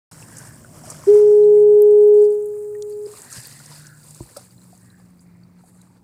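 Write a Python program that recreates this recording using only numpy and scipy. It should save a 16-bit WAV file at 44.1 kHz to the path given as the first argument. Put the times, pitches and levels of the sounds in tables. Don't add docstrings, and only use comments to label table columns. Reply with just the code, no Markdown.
import sys
import numpy as np
from scipy import signal
from scipy.fft import rfft, irfft
from scipy.io import wavfile
from scipy.ndimage import uniform_filter1d, map_coordinates

SR = 44100
rng = np.random.default_rng(int(sys.argv[2]) if len(sys.argv) > 2 else 0)


def pcm_store(signal):
    levels = np.round(np.clip(np.atleast_2d(signal), -1, 1) * 32767)
    wavfile.write(sys.argv[1], SR, levels.astype(np.int16).T)


N = 266275
T = np.arange(N) / SR

# freq_hz, relative_density_db
HISS_SPECTRUM = [(2500, -9.5), (8500, -0.5), (12400, -2), (15800, -5)]
RUMBLE_SPECTRUM = [(25, -22), (40, -18.5), (60, -11), (85, -9.5), (122, 3), (160, -9), (220, -6),
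                   (320, -11.5), (500, -26), (900, -28.5)]
SPRAY_SPECTRUM = [(5500, -25), (6800, -8), (8200, -1), (9500, -4.5), (11000, -9), (13000, -11.5),
                  (15800, -24)]
DROP_SPECTRUM = [(2400, -7), (3200, -13.5), (3800, -6.5), (4350, -1), (4900, 2), (5500, -3), (6300, -4.5),
                 (7500, -11.5)]
SLOSH_SPECTRUM = [(180, -17), (300, 0.5), (500, -1.5), (750, -3), (1000, 1.5), (1400, 0), (1900, -2),
                  (2300, -3), (3000, -12)]
HORN_AIR_SPECTRUM = [(150, -6), (320, 1.5), (480, 2.5), (600, 0), (880, 2.5), (1050, -17.5), (2200, -20)]
# time_s, relative_level_db
RUMBLE_CONTOUR = [(0.4, -52), (0.98, -50.5), (2.43, -61), (3.11, -58.5), (6.0, -60)]
# time_s, pitch_hz
MOTOR_PULLS = [
    [(0, 161), (.95, 154), (1.2, 159), (1.47, 171), (2.5, 196)],
    [(3.42, 143), (3.85, 150), (4.3, 153)],
    [(4.35, 190), (4.55, 179), (4.9, 181), (5.3, 176), (6.3, 182)],
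]
# centre_hz, half_width_hz, level_db
MOTOR_RESONANCES = [(149.5, 6.5, -48), (171.5, 5, -44.5)]
# centre_s, sigma_s, pitch_hz, level_db
BUBBLE_SWARMS = [(0.406, 0.12, 1680, -53.5), (0.833, 0.23, 620, -56), (3.35, 0.089, 1705, -51.5),
                 (3.6, 0.16, 1890, -57), (3.886, 0.073, 1514, -53), (4.914, 0.073, 1750, -61.5),
                 (5.349, .15, 2138, -73), (5.97, 0.24, 861, -70.5)]
# peak_s, drops_db, swell_s, t60_s, spray_offset_db, slosh_offset_db
SEA_LION_SPLASHES = [(.13, -52.5, 0.07, 2, 5, 3), (.38, -52, 0.026, 1.2, 5.5, 3),
                     (.95, -51.5, .21, 1.34, 3, 2.5), (1.15, -49, 0.16, 0.95, 1.5, 3),
                     (2.22, -67, 0.056, 0.37, 8.5, 4), (2.92, -63.5, 0.046, .4, 10, -6),
                     (3.16, -55, 0.098, 2.1, 8, 1.5), (3.36, -42, 0.051, 0.88, 4.5, -7.5),
                     (3.78, -51.5, 0.25, 0.7, 2.5, -5.5), (4.161, -56.5, 0.17, 1.5, 5.5, -4),
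                     (4.41, -58, 0.19, .55, 5.5, 2.5), (4.74, -66, 0.12, 1.4, 7.5, -0.5),
                     (5.7, -77.5, 0.095, 1.5, 16, 0)]
# time_s, pitch_hz
DROP_CONTOUR = [(0, 5374), (1.2, 5826), (2.0, 4939), (3.0, 4871), (4.5, 4813), (6, 4585)]
# start_s, pitch_hz, level_db
AIR_POCKETS = [(.226, 2640, -41), (0.6459, 1453, -37), (.837, 720, -33), (.878, 640, -34.5),
               (1.037, 1050, -33.5), (1.436, 3980, -47.5), (1.572, 2130, -50.5), (2.191, 4620, -51.5),
               (2.252, 4804, -48.5), (2.32, 4700, -54.5), (2.75, 1850, -41), (2.925, 4550, -47),
               (3.061, 4900, -43), (3.138, 1146, -41), (3.32, 1315, -36.5), (3.364, 157.5, -27),
               (3.379, 125, -27), (3.6, 1420, -37.5), (3.715, 970, -36.5), (4.031, 4780, -46.5),
               (4.29, 1800, -46.5), (4.364, 1300, -36.5), (4.368, 561, -26), (4.377, 743, -31.5),
               (4.508, 4720, -46), (4.58, 4070, -48.5), (4.616, 4040, -50), (4.729, 700, -42.5),
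               (4.902, 4000, -50), (5.194, 4790, -50.5), (5.434, 4510, -52), (5.637, 733, -40.5),
               (5.813, 3970, -51)]
# start_s, centre_hz, peak_db, t60_s
WATER_SLAPS = [(.369, 7400, -28.5, .03), (.383, 8100, -27.5, 0.05), (.901, 7550, -24.5, 0.049),
               (1.8205, 14000, -18, .008), (1.821, 9640, -27.5, 0.0086), (2.077, 14370, -39.5, .022),
               (2.243, 7480, -37.5, 0.022), (2.458, 9600, -35, 0.025), (2.823, 7000, -26, .01),
               (2.823, 4530, -32.5, .014), (2.898, 10300, -35.5, 0.013), (3.219, 8060, -26.5, 0.019),
               (3.326, 7200, -24, 0.044), (3.471, 13500, -25.5, 0.011), (3.66, 6800, -30, 0.021),
               (3.868, 7300, -30.5, .015), (4.108, 8050, -30.5, 0.016), (4.147, 7900, -31, 0.015),
               (4.365, 4750, -33.5, 0.064), (4.368, 9000, -26.5, .036), (4.776, 7930, -41.5, .016),
               (5.205, 8360, -48, 0.15), (5.816, 8100, -39.5, 0.024)]
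# freq_hz, level_db, t60_s
KNOCK_MODES = [(56, -36, 0.18), (127, -25.5, .09), (222, -24, 0.017), (338, -27.5, 0.073),
               (614, -31.5, 0.018), (970, -34, 0.026)]
# pitch_multiple, loud_level_db, share_of_level_change
HORN_OVERTONES = [(2, -46, 0.78), (3, -70.5, 0.22), (4, -78, 0.2)]
# delay_s, gain_db
PIER_ECHOES = [(.0253, -15.5), (.0605, -20), (.0727, -22), (.1394, -25)]

FOAM_FADE_AT_S, FOAM_T60_S = 4.36, 3.5
HORN_ON_S, HORN_OFF_S, ATTACK_S, RELEASE_TAU_S = 1.068, 3.069, .022, .003
HORN_HZ, SCOOP_HZ, SCOOP_TAU_S, SHARP_HZ, SETTLE_TAU_S = 417.3, 48, .017, 1.1, .4
LOUD_DB, SOFT_DB, SINK_AT_S, SINK_TAU_S = -8.3, -29.1, 2.228, .089
FIFTH_RELATIVE_DB, FIFTH_AT_S, FIFTH_RISE_S = -51, 1.55, .25


def undb(db):
    return 10 ** (np.asarray(db) / 20)


def unit(x):
    return x / np.sqrt(np.mean(x ** 2))


def since(start_s):
    return np.maximum(T - start_s, 0)


def contour(points):
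    return np.interp(T, *np.transpose(points))


def fade(t, t60_s):
    return np.exp(-np.log(1000) * t / t60_s)


def walk(rate_hz):
    freq_hz = np.fft.rfftfreq(N, 1 / SR)
    return unit(irfft(rfft(rng.standard_normal(N)) * np.exp(-(freq_hz / rate_hz) ** 2), N))


def colour(x, spectrum):
    hz, db = np.transpose(spectrum)
    octave = np.log2(np.fft.rfftfreq(N, 1 / SR) + 1)
    beyond_oct = np.abs(octave - np.clip(octave, np.log2(hz[0]), np.log2(hz[-1])))
    gain_db = np.interp(octave, np.log2(hz), db) - 36 * beyond_oct
    return unit(irfft(rfft(x) * undb(gain_db), N))


def add(out, start_s, sound):
    i = int(np.clip(start_s * SR, 0, N - 1))
    out[i:i + len(sound)] += sound[:N - i]


def ring(hz, t60_s, rise=0):
    t = T[:int(t60_s * SR) + 2]
    return np.sin(2 * np.pi * hz * t * (1 + rise * t / t60_s / 2)) * fade(t, t60_s)


def bubble_cloud(lo_hz, hi_hz, t60_cycles, spread_db, count):
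    out = np.zeros(N)
    for when, pitch, size in rng.random((count, 3)):
        hz = lo_hz * (hi_hz / lo_hz) ** pitch
        strength = -np.log(1 - .995 * size)
        add(out, when * N / SR, undb(spread_db * strength) * ring(hz, t60_cycles / hz, rise=.2))
    return unit(out)


def waterfront(gain_db=5.5):
    return undb(contour(RUMBLE_CONTOUR) + gain_db) * colour(rng.standard_normal(N), RUMBLE_SPECTRUM)


def motor(hum_db=-57, fade_s=.15, speed_wobble=.006, waver_db=2.0):
    out = np.zeros(N)
    for pull in MOTOR_PULLS:
        hz = contour(pull)
        start_s, end_s = pull[0][0], pull[-1][0]
        load = np.sqrt(np.clip(np.minimum(T - start_s, end_s - T) / fade_s, 0, 1))
        power = undb(hum_db) ** 2
        for centre_hz, half_width_hz, db in MOTOR_RESONANCES:
            power += (undb(db) / (1 + ((hz - centre_hz) / half_width_hz) ** 2)) ** 2
        phase = 2 * np.pi * np.cumsum(hz * (1 + speed_wobble * walk(11))) / SR
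        out += load * np.sqrt(2 * power) * np.sin(phase)
    return out * undb(waver_db * walk(8.3))


def foam(level_db=-65):
    ticks = bubble_cloud(7000, 14000, t60_cycles=45, spread_db=2.5, count=260)
    return undb(level_db) * fade(since(FOAM_FADE_AT_S), FOAM_T60_S) * colour(ticks, SPRAY_SPECTRUM)


def swarms(width_ratio=1.13):
    out = np.zeros(N)
    cloud = bubble_cloud(1216, 2690, t60_cycles=30, spread_db=-.5, count=5000)
    for centre_s, sigma_s, hz, db in BUBBLE_SWARMS:
        band = list(zip(hz * width_ratio ** np.arange(-2, 3), (-20, -6, 0, -6, -20)))
        swell = np.exp(-((T - centre_s) / sigma_s) ** 2 / 2)
        out += undb(db) * swell * colour(cloud, band)
    return out


def churn(foam_db=-59, trickle_db=-76, lap_db=-66.5):
    spray_power = (undb(foam_db) * fade(since(FOAM_FADE_AT_S), FOAM_T60_S)) ** 2
    drop_power, slosh_power = undb(trickle_db) ** 2, undb(lap_db) ** 2
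    for peak_s, db, swell_s, t60_s, spray_offset_db, slosh_offset_db in SEA_LION_SPLASHES:
        swell = np.exp(-(np.minimum(T - peak_s, 0) / swell_s) ** 2)
        splash = undb(db) * swell * fade(since(peak_s), t60_s)
        spray_power += (splash * undb(spray_offset_db)) ** 2
        drop_power += splash ** 2
        slosh_power += (splash * undb(slosh_offset_db)) ** 2
    return np.sqrt([spray_power, drop_power, slosh_power])


def splashing(flicker_db=1.58):
    spray_gain, drop_gain, slosh_gain = churn() * undb(flicker_db * walk(20))
    fizz = bubble_cloud(6000, 15500, t60_cycles=40, spread_db=2.5, count=8000)
    spray = colour(.6 * fizz + .7 * rng.standard_normal(N), SPRAY_SPECTRUM)
    plinks = bubble_cloud(2500, 7000, t60_cycles=45, spread_db=2, count=5000)
    drops = colour(.55 * plinks + .9 * rng.standard_normal(N), DROP_SPECTRUM)
    drop_hz = contour(DROP_CONTOUR)
    drops = map_coordinates(drops, [np.cumsum(drop_hz / np.median(drop_hz))], order=3, mode="wrap")
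    gurgle = bubble_cloud(450, 2800, t60_cycles=22, spread_db=2, count=3500)
    slosh = colour(gurgle + 1.5 * rng.standard_normal(N), SLOSH_SPECTRUM)
    return spray_gain * spray + drop_gain * drops + slosh_gain * slosh


def plops(t60_at_1khz_s=.042, damping_exponent=.37, rise=.078, unevenness=.33):
    out = np.zeros(N)
    for start_s, hz, db in AIR_POCKETS:
        bubble = ring(hz, t60_at_1khz_s / (hz / 1000) ** damping_exponent, rise)
        attack = 1 - np.exp(-2 * hz * T[:len(bubble)])
        unrest = unit(uniform_filter1d(rng.standard_normal(len(bubble)), int(5 * SR / hz) + 1))
        add(out, start_s, undb(db) * bubble * attack * (1 + unevenness * unrest))
    return out


def slaps(half_width_oct=.4, attack_share=.0088):
    out, t = np.zeros(N), T[:SR // 2]
    freq_hz = np.fft.rfftfreq(len(t), 1 / SR) + 1
    for start_s, centre_hz, peak_db, t60_s in WATER_SLAPS:
        band = 1 / (1 + (np.log2(freq_hz / centre_hz) / half_width_oct) ** 4)
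        envelope = (1 - np.exp(-t / (attack_share * t60_s))) * fade(t, t60_s)
        crack = irfft(rfft(rng.standard_normal(len(t))) * band, len(t)) * envelope
        add(out, start_s, undb(peak_db) * crack / np.abs(crack).max())
    return out


def knock(start_s=4.205, contact_s=.001):
    out = np.zeros(N)
    for k, (hz, db, t60_s) in enumerate(KNOCK_MODES):
        mode = ring(hz, t60_s)
        attack = 1 - np.exp(-T[:len(mode)] / contact_s)
        add(out, start_s, (-1) ** k * undb(db) * mode * attack)
    return out


def pier_response(tail_db=-21, tail_t60_s=.7):
    t = T[:SR // 2]
    response = rng.standard_normal(len(t)) * fade(t, tail_t60_s)
    response *= undb(tail_db) / np.linalg.norm(response)
    response[0] += 1
    for delay_s, db in PIER_ECHOES:
        response[int(delay_s * SR)] += undb(db)
    return response


def horn(flutter_hz=45, flutter_rad=.013, flutter_depth=.013, air_relative_db=-48):
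    age_s = since(HORN_ON_S)
    hz = HORN_HZ - SCOOP_HZ * np.exp(-age_s / SCOOP_TAU_S) + SHARP_HZ * np.exp(-age_s / SETTLE_TAU_S)
    phase = 2 * np.pi * np.cumsum(hz) / SR + flutter_rad * walk(flutter_hz)
    sink = np.exp(-since(SINK_AT_S) / SINK_TAU_S)
    level_db = 20 * np.log10(undb(SOFT_DB) + (undb(LOUD_DB) - undb(SOFT_DB)) * sink)
    drive = np.minimum(age_s / ATTACK_S, 1) * np.exp(-since(HORN_OFF_S) / RELEASE_TAU_S)
    drive *= 1 + flutter_depth * walk(flutter_hz)
    pier = pier_response()

    def partial(multiple):
        held_gain = abs(np.sum(pier * np.exp(-2j * np.pi * multiple * HORN_HZ * T[:len(pier)])))
        return signal.fftconvolve(np.sqrt(2) * drive * np.sin(multiple * phase), pier)[:N] / held_gain

    tone = undb(level_db) * partial(1)
    for multiple, loud_db, share in HORN_OVERTONES:
        tone += undb(loud_db + share * (level_db - LOUD_DB)) * partial(multiple)
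    fifth_ramp = np.minimum(since(FIFTH_AT_S) / FIFTH_RISE_S, 1)
    fifth = undb(level_db + FIFTH_RELATIVE_DB) * fifth_ramp * partial(1.5)
    air = undb(level_db + air_relative_db) * drive * colour(rng.standard_normal(N), HORN_AIR_SPECTRUM)
    return tone + fifth + air


def scene():
    mix = horn() + splashing() + swarms() + foam() + plops() + slaps() + knock() + motor() + waterfront()
    return mix[None]


def record(dry, hiss_db=-77, whine_hz=15000, whine_db=-67, start_s=.113, cutoff_hz=15850):
    whine_fade_db = 12 * since(4.3)
    whine = undb(whine_db - whine_fade_db) * np.sqrt(2) * np.sin(2 * np.pi * whine_hz * T)
    hiss = undb(hiss_db) * colour(rng.standard_normal(N), HISS_SPECTRUM)
    lowpass = signal.ellip(10, .2, 80, cutoff_hz, fs=SR, output="sos")
    return signal.sosfilt(lowpass, (dry + hiss + whine) * (T > start_s))


dry = scene()
out = record(dry)
pcm_store(out)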